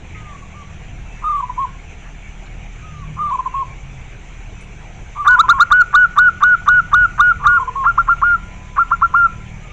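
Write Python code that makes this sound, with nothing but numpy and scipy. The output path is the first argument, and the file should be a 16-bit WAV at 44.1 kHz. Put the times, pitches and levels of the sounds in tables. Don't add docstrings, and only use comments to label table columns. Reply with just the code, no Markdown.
import sys
import numpy as np
from scipy import signal
from scipy.fft import rfft, irfft, next_fast_len
from scipy.io import wavfile
from scipy.ndimage import uniform_filter1d, map_coordinates

SR = 44100
rng = np.random.default_rng(int(sys.argv[2]) if len(sys.argv) > 2 else 0)


def amp(db):
    return 10 ** (np.asarray(db, float) / 20)


def write(x):
    x = np.atleast_2d(x).T
    wavfile.write(sys.argv[1], SR, np.round(np.clip(x, -1, 1) * 32767).astype(np.int16))


N = 428652

# snap to the high note in s, end in s, high note in Hz,
# effort at the snap in dB, held level in dB.
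NEAR_BOUT = [(5.2854, 5.361, 1485, -5, -7.6), (5.411, 5.418, 1400, -.5, -6),
             (5.504, 5.530, 1425, -1.5, -6.5), (5.614, 5.637, 1430, -1.6, -5.2),
             (5.728, 5.828, 1480, -2.7, -9.7), (5.958, 6.059, 1480, -4, -8.5),
             (6.1925, 6.297, 1480, -4, -9), (6.4407, 6.555, 1475, -5, -9.5),
             (6.692, 6.807, 1475, -5.2, -9.7), (6.948, 7.062, 1469, -5.3, -10.2),
             (7.2125, 7.325, 1458, -5.5, -10.2), (7.4735, 7.587, 1447, -6.2, -10)]
NEAR_PHRASES = [
    (7.869, 7.912, 1405, -7.5, -10),
    (7.988, 8.015, 1400, -5.8, -9.3),
    (8.0955, 8.139, 1405, -8, -9),
    (8.238, 8.361, 1430, -7.5, -11.5),
    (8.7942, 8.833, 1400, -7.5, -10.5),
    (8.923, 8.949, 1400, -6.5, -10.5),
    (9.03, 9.062, 1394, -7.5, -9),
    (9.1503, 9.272, 1407, -6.6, -9.8),
]
# first slap in s, slap peak in dB, voice takes hold in s.
NEAR_ONSETS = [(5.248, -24, 5.266), (5.3783, -25.5, 5.386), (5.4829, -19.5, 5.487), (5.585, -24.5, 5.597),
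               (5.7039, -22.5, 5.712), (5.9284, -25, 5.941), (6.1595, -26.5, 6.175), (6.4065, -27, 6.424),
               (6.6617, -26, 6.676), (6.9157, -27.5, 6.93), (7.178, -26, 7.194), (7.4389, -25, 7.456),
               (7.84, -24, 7.854), (7.9738, -29.5, 7.977), (8.0732, -28, 8.083), (8.2158, -23, 8.222),
               (8.7603, -28, 8.779), (8.9054, -28.5, 8.913), (9.0127, -25.5, 9.018), (9.1334, -32, 9.139)]
# multiple of the pitch, level in dB.
NEAR_OVERTONES = [(2, -35.5), (3, -61), (4, -57)]
# centre in Hz, width in Hz, level in dB.
THROAT_SAC = [(1200, 700, 4.5), (1800, 690, -8.5)]
SLAP_GAPS = [.0052, .0042, 0.003386, .0028, 0.002363, .0021, 0.0017, 0.0019]
# start in s, end in s, from Hz, to Hz, level in dB.
NEIGHBOUR_FALLS = [
    (1.243, 1.408, 1230, 1123, -15.5),
    (3.19, 3.315, 1215, 1145, -17.5),
    (5.178, 5.265, 1195, 1130, -20),
    (7.43, 7.59, 1193, 1105, -19),
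]
# first crest in s, end in s, crests per second, depth in Hz, depth in dB.
NEIGHBOUR_WARBLE = [(1.277, 1.407, 26, 23, 0.5), (3.223, 3.321, 25.5, 18.6, 1), (5.211, 5.264, 25.5, 23, 1),
                    (7.454, 7.576, 29, 30, -1)]
# start in s, end in s, top in Hz, level in dB, time to the top in s.
NEIGHBOUR_ARCHES = [(1.424, 1.446, 1000, -19.5, 0.011), (1.494, 1.508, 1010, -19.5, 0.0033),
                    (1.577, 1.656, 1103, -17, 0.02), (3.313, 3.362, 1135, -16.5, .021),
                    (3.388, 3.41, 1060, -15, 0.0046), (3.457, 3.48, 1070, -16, .005),
                    (3.54, 3.633, 1112, -18, 0.0073), (5.296, 5.352, 1125, -19.5, .036),
                    (5.362, 5.387, 1040, -17, .016), (5.436, 5.463, 1045, -18, .005),
                    (5.53, 5.592, 1110, -18.5, 0.0056), (7.595, 7.635, 1070, -17, .006),
                    (7.675, 7.698, 1052, -16.5, 0.0039), (7.755, 7.846, 1106, -17.5, .005)]
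# multiple of the pitch, level in dB.
NEIGHBOUR_OVERTONES = [(2, -44.5), (3, -39.5), (7, -44), (8, -64)]
# start in s, end in s, from Hz, to Hz, level in dB.
DISTANT_FALLS = [
    (0.151, 0.333, 1270, 1165, -46),
    (2.828, 3.04, 1265, 1144.5, -46),
    (9.619, 9.716, 1241, 1210, -51),
]
# start in s, end in s, top in Hz, level in dB, time to the top in s.
DISTANT_ARCHES = [
    (.345, .365, 1140, -37.5, .005),
    (.42, .44, 1125, -40, .005),
    (.54, .635, 1200, -40, 0.0099),
]
# start in s, end in s, from Hz, to Hz, crest in dB.
SONGBIRD_GLIDES = [(1.06, 1.3, 2640, 2620, -50), (1.31, 1.4, 2100, 2050, -50),
                   (2.24, 2.31, 2280, 2233, -44), (3.5, 3.6, 2740, 2600, -49),
                   (4.55, 4.68, 2536, 2620, -49), (8.48, 8.62, 2400, 2418, -49),
                   (9.66, 9.715, 2200, 2260, -49.5)]
# start in s, end in s, from Hz, to Hz, crest in dB.
MACHINE_WHINES = [
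    (7.2, 7.9, 458, 474, -48.5),
    (8.3, 9.5, 999, 1017, -46.5),
]
# start in s, end in s, from Hz, to Hz, crest in dB.
PASSING_MOTOR = [
    (2.7, 3.25, 151.3, 152, -37),
    (3.4, 4.15, 130, 132, -37.5),
]
# start in s, peak in dB, centre in Hz, time to fall 60 dB in s.
CAGE_RUSTLES = [(2.4608, -39.5, 3746, 0.095), (3.291, -36.5, 3560, 0.08), (.146, -23, 2150, .2),
                (4.609, -40, 8500, 0.16), (7.6, -46, 8530, .15)]
# time in s, firing rate in Hz, throb in dB, drone in dB.
ENGINE_IDLE = [(0.0, 38.4, -40.5, -51.5), (2.03, 38.19, -33, -54.5), (3.25, 38.06, -40, -45),
               (3.44, 41.06, -36, -59.5), (4.52, 37.62, -37, -53.5), (9.56, 38.21, -37, -46),
               (9.72, 39.53, -38, -59)]
# multiple of the firing rate, level in dB.
ENGINE_ORDERS = [(2, 7), (3, 4), (4, 0), (5, 1.5)]
# time in s, level in dB.
TRAFFIC_LEVEL = [(0.0, -35.5), (1.43, -36), (1.59, -35), (5.9, -35.5), (6.79, -32), (9.72, -36)]
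# frequency in Hz, density in dB per Hz.
RUMBLE_COLOUR = [(8.8, -31), (15, -3), (43, -3), (64, -4), (139, -8), (254, -23), (339, -30), (400, -35.5),
                 (520, -63.5), (880, -120)]
# frequency in Hz, density in dB per Hz.
MURMUR_COLOUR = [(150, -32.5), (250, -4.5), (339, -2.5), (400, -3), (450, -3), (583, -7), (687, -2.5),
                 (810, -4), (1180, -10), (1340, -8.5), (2030, -6.5), (2280, -1.5), (4150, -22.5),
                 (5400, -50.5), (9130, -120)]
# frequency in Hz, density in dB per Hz.
HISS_COLOUR = [(3800, -38), (4300, -13), (5450, -9.5), (5900, 0), (6300, 1), (6700, -5.5), (7100, 1),
               (7600, -8.5), (8200, -14), (9000, -17.5), (9600, -34), (12000, -59)]
# delay in s, level in dB.
WALL_ECHOES = [(.006, -27.5), (.011, -16.5), (.017, -23), (.024, -17), (.033, -28.5), (.046, -39),
               (0.06, -26.5)]
# frequency in Hz, density in dB per Hz.
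GRIT_COLOUR = [(6000, -40), (8000, 0.5), (11000, -2), (15500, -5)]
# frequency in Hz, gain in dB.
MIC_RESPONSE = [(100, -0.5), (7400, 1.5), (8600, -3.5), (12500, -6), (14800, -5.5), (15650, -6.5),
                (15780, -70.5)]


def near_dove():
    # Hz at the start, Hz once it holds, rise in Hz/s, dB once it holds
    bout_low, phrase_low = (1075, 1140, 7500, -7.8), (1010, 1055, 16000, -11)
    # effort kept at the snap (0-1), place of the highest point (0-1), droop in Hz, release in s
    bout_end, phrase_end = (.5, .5, 85, .0065), (.1, .17, 45, .010)
    first_slap, peak_db, holds = np.transpose(NEAR_ONSETS)
    rows = [(*row, bout_low, bout_end) for row in NEAR_BOUT]
    rows += [(*row, phrase_low, phrase_end) for row in NEAR_PHRASES]
    notes = [coo(start, *row) for start, row in zip(holds, rows)]
    voice = whistle(notes, NEAR_OVERTONES, .003, waver_hz=3, bend_db=.3 * wobble(60), strain=0.055)
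    tone = filtered(voice, lambda f: 1 + amp(-4) * resonance(f, hz=1190, width=26))
    return tone + flaps(first_slap, holds + .002, peak_db + 29.5, THROAT_SAC, swell_db=7.5, slow=1.05)


def coo(start, snap, end, high, effort, held, low, ending):
    attack_s, attack_db = .004, 11
    snap_s, snap_hz, settle_s, settle_hz = .004, 45, .015, 15
    sag_hz_per_s, droop_s = 500, .013
    release_hz, release_db = 30, 11
    low_start_hz, low_hz, rise_hz_per_s, low_db = low
    kept, top, droop_hz, release_s = ending
    length = end - snap
    room = np.clip(length / .1, .1, 1)
    droop = end - release_s - droop_s * room
    sag = high - sag_hz_per_s * length / 2
    drooped = sag - droop_hz * room
    push = max(1.1 * (effort - held - 3.3), .8) * room
    ready = low_hz + 10 * (effort + 5.5) + rise_hz_per_s * (snap - snap_s - start - attack_s)
    return shaped((start, low_start_hz, low_db - attack_db),
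                  (start + attack_s, low_hz, low_db),
                  (snap - snap_s, ready, effort),
                  (snap, high - snap_hz, held + kept * (effort - held)),
                  (min(snap + settle_s, droop), high - settle_hz, held + .4 * push),
                  (min(snap + top * length, droop), high, held),
                  (droop, sag, held + push),
                  (end - release_s, drooped, held + push),
                  (end, drooped - release_hz, held - release_db))


def flaps(starts, ends, levels_db, throat, swell_db, slow):
    slaps = np.zeros(N)
    chances = rng.standard_normal((len(starts), 2, len(SLAP_GAPS)))
    gaps = slow * np.array(SLAP_GAPS)
    for start, end, level, (timing, force) in zip(starts, ends, levels_db, chances):
        at = start + np.cumsum(gaps * amp(.8 * timing)) - gaps[0]
        grown = 1 - np.exp(-(at - start) / 0.0055)
        slaps[(at * SR).astype(int)] = amp(level + swell_db * grown + 0.99 * force) * (at < end)

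    def throat_response(f):
        soft = resonance(f, 1234, 1900) ** 2
        modes = sum((-1) ** k * amp(db) * resonance(f, hz, width) for k, (hz, width, db) in enumerate(throat))
        return soft * modes ** 2

    return filtered(slaps, throat_response)


def whistle(notes, overtones, edge, waver_hz, bend_hz=0, bend_db=0, strain=0):
    t = np.arange(N) / SR
    pitch, gain = np.full(N, 1000.), np.zeros(N)
    for note in notes:
        s, hz, db = np.transpose(note)
        on = slice(int((s[0] - edge) * SR), int((s[-1] + edge) * SR))
        pitch[on] = np.interp(t[on], s, hz)
        fade = np.clip(np.minimum(t[on] - s[0], s[-1] - t[on]) / edge + 1, 0, 1)
        gain[on] = np.maximum(gain[on], amp(np.interp(t[on], s, db)) * fade ** 2)
    pitch = uniform_filter1d(pitch, size=30) + bend_hz + waver_hz * wobble(90)
    phase = 2 * np.pi * np.cumsum(pitch) / SR
    rich_db = np.clip(strain * (pitch - 1470), -4.5, 0)
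    wave = np.sin(phase)
    for k, db in overtones:
        level_db = db + rich_db * (round(k) == 2) + 2.1 * wobble(50)
        wave += amp(level_db) * np.sin(round(k) * phase)
    return np.sqrt(2) * uniform_filter1d(gain, size=40) * amp(bend_db) * wave


def neighbour_dove():
    t, swing_hz, swing_db = np.arange(N) / SR, np.zeros(N), np.zeros(N)
    for crest, end, rate, depth_hz, depth_db in NEIGHBOUR_WARBLE:
        on = (t > crest - .03) & (t < end)
        turn = 2 * np.pi * rate * (t[on] - crest)
        swing_hz[on] = depth_hz * (np.cos(turn) + 0.51 * np.sin(2 * turn))
        swing_db[on] = depth_db * np.cos(turn)
    notes = [fall(*row, fade_db=5) for row in NEIGHBOUR_FALLS]
    notes += [arch(*row, rest_hz=1000) for row in NEIGHBOUR_ARCHES]
    tone = whistle(notes, NEIGHBOUR_OVERTONES, 0.0037, waver_hz=6, bend_hz=swing_hz, bend_db=swing_db)
    opens = np.transpose(NEIGHBOUR_WARBLE)[0] - .034
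    wide_throat = [(1130, 240, 3.6), (900, 340, -2.0)]  # Hz, width Hz, dB
    opening = flaps(opens - .028, opens + .012, np.full(len(opens), -4.), wide_throat, swell_db=13, slow=1.5)
    starts = np.array([note[0][0] for note in notes])
    levels_db = np.full(len(starts), -1.)
    sputter = flaps(starts - .015, starts - .004, levels_db, [(1080, 290, .1)], swell_db=3.5, slow=.8)
    return tone + opening + sputter


def fall(start, end, from_hz, to_hz, db, fade_db):
    swell_s, swell_db = .028, 5
    drop_s, drop_hz, drop_db = .013, 50, 3.5
    return shaped((start, from_hz - 12, db - swell_db),
                  (start + swell_s, from_hz, db),
                  (end - drop_s, to_hz, db - fade_db),
                  (end, to_hz - drop_hz, db - fade_db + drop_db))


def arch(start, end, top, db, climb, rest_hz):
    edge_s, edge_db, leap_s, droop_s = .004, 11.5, .004, .012
    sag = top - 400 * (end - start)

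    def thin(hz):
        return db - 0.02 * max(hz - rest_hz, 0)

    return shaped((start, rest_hz, db - edge_db),
                  (start + edge_s, rest_hz, db - 2.0),
                  (start + climb, (top + rest_hz) / 2, db + .6),
                  (start + climb + leap_s, top, thin(top)),
                  (end - edge_s - droop_s * (top - rest_hz) / 100, sag, thin(sag)),
                  (end - edge_s, rest_hz, db - .6),
                  (end, rest_hz - 15, db - edge_db))


def far_birds():
    notes = [fall(*row, fade_db=-5) for row in DISTANT_FALLS]
    notes += [arch(*row, rest_hz=1110) for row in DISTANT_ARCHES]
    dove = whistle(notes, [], 0.0071, waver_hz=12, bend_db=2.6 * wobble(24))
    chirps = glides(SONGBIRD_GLIDES, crest=0.3, rise_db=3.5, fade_db=8.5)
    songbirds = whistle(chirps, [], 0.0086, waver_hz=30.0)
    hums = glides(MACHINE_WHINES + PASSING_MOTOR, crest=.7, rise_db=12.5, fade_db=10.5)
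    machines = whistle(hums, [], .06, waver_hz=5.6)
    return dove + songbirds + machines


def glides(rows, crest, rise_db, fade_db):
    return [shaped((start, from_hz, db - rise_db),
                   (start + crest * (end - start), from_hz + crest * (to_hz - from_hz), db),
                   (end, to_hz, db - fade_db))
            for start, end, from_hz, to_hz, db in rows]


def rustles():
    out, t = np.zeros(N), np.arange(SR // 4) / SR
    for s, db, hz, t60 in CAGE_RUSTLES:
        band = signal.butter(4, [hz * .88, hz * 1.17], "bandpass", fs=SR, output="sos")
        puff = unit(signal.sosfilt(band, rng.standard_normal(len(t))))
        out[round(s * SR):][:len(t)] += amp(db - 12.0 - 60 * t / t60) * puff
    return out


def porch(x, early_db, tail_db, t60):
    t = np.arange(SR // 2) / SR
    tail = rng.standard_normal(len(t)) * amp(-60 * t / t60) * np.clip(t / 0.015, 0, 1)
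    answer = amp(tail_db) * tail / np.linalg.norm(tail)
    for s, db in WALL_ECHOES:
        answer[round(s * SR)] += amp(db + early_db)
    return x + signal.fftconvolve(x, answer)[:N]


def overload(x, top, hard, leak_db, grit_db, grit_grows):
    coarse = signal.resample_poly(x, 160, 441)
    clipped = coarse / (1 + np.abs(coarse / top) ** hard) ** (1 / hard)
    excess = clipped - coarse
    smooth = signal.resample_poly(excess, 3, 1)
    spikes = np.kron(excess, [3, 0, 0])
    cut = np.abs(signal.resample_poly(excess, 441, 160)[:N])
    cut = np.abs(uniform_filter1d(cut, size=18))
    grit = amp(grit_db) * cut ** grit_grows * rush(GRIT_COLOUR, patchy_db=1.5)
    leaky = smooth + amp(leak_db) * (spikes - smooth)
    return x + grit + signal.resample_poly(leaky, 147, 160)[:N]


def street():
    rumble_db, = curves(TRAFFIC_LEVEL)
    swing_db = 0.15 * (rumble_db - rumble_db.mean())
    firing_hz, throb_db, drone_db = curves(ENGINE_IDLE)
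    phase = 2 * np.pi * np.cumsum(firing_hz + .3 * wobble(3.3)) / SR
    engine = amp(throb_db + .7 + 3.2 * wobble(3)) * np.sin(phase)
    for k, db in ENGINE_ORDERS:
        engine += amp(drone_db + db + 3.2 * wobble(2.5)) * np.sin(round(k) * phase)
    rumble = amp(rumble_db - .9 + 1.6 * wobble(5)) * rush(RUMBLE_COLOUR, patchy_db=1.5)
    murmur = amp(-43.5 + swing_db) * rush(MURMUR_COLOUR, patchy_db=2.3)
    hiss = amp(-57.5 + swing_db + 0.49 * wobble(27)) * rush(HISS_COLOUR, patchy_db=2.0)
    return np.sqrt(2) * engine + rumble + murmur + hiss


def rush(spectrum, patchy_db):
    z = signal.stft(rng.standard_normal(N), nperseg=512)[2]
    field = uniform_filter1d(rng.standard_normal(z.shape), 4, 0)
    field = uniform_filter1d(field, 8, 1)
    noise = signal.istft(z * amp(patchy_db * unit(field)), nperseg=512)[1][:N]
    hz, db = np.transpose(spectrum)
    return unit(filtered(noise, lambda f: amp(np.interp(np.log(f + 1), np.log(hz + 1), db))))


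def resonance(f, hz, width):
    return 1j * f * width / (hz * hz - f * f + 1j * f * width)


def filtered(x, response):
    m = next_fast_len(N + SR // 2)
    return irfft(rfft(x, m) * response(np.fft.rfftfreq(m, 1 / SR)), m)[:N]


def shaped(*points):
    note = np.array(points, float)
    times = np.maximum.accumulate(note[:, 0] + 1e-4 * np.arange(len(note)))
    return np.column_stack([times, note[:, 1:]])


def wobble(rate):
    coarse = np.arange(0, N + 32, 32)
    knots = rng.standard_normal(int(N * rate / SR) + 4)
    return np.interp(np.arange(N), coarse, map_coordinates(knots, [coarse * rate / SR]))


def curves(rows):
    s, *cols = np.transpose(rows)
    return [np.interp(np.arange(N) / SR, s, c) for c in cols]


def unit(x):
    return x / np.sqrt(np.mean(x ** 2) + 1e-20)


def scene():
    near = porch(near_dove(), early_db=-11.5, tail_db=-23, t60=0.49)
    neighbour = porch(neighbour_dove(), early_db=-1.5, tail_db=-20.0, t60=0.45)
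    far = porch(far_birds(), early_db=3.5, tail_db=-9.5, t60=0.6)
    birds = overload(near + neighbour + far, top=0.71, hard=35, leak_db=-37, grit_db=-36.5, grit_grows=.42)
    return (birds + rustles() + street())[None]


def band_limit(x):
    return signal.sosfilt(signal.butter(12, 15730, fs=SR, output="sos"), x)


def record(dry):
    hz, db = np.transpose(MIC_RESPONSE)
    coloured = filtered(dry[0], lambda f: amp(np.interp(f, hz, db)))
    hiss = amp(-85.5) * rush([(8000, -22), (12000, -15.5), (14500, 0.3)], patchy_db=1.5)
    mix = (coloured + hiss)[None] + .0055
    return band_limit(mix)


dry = scene()
out = record(dry)
write(out)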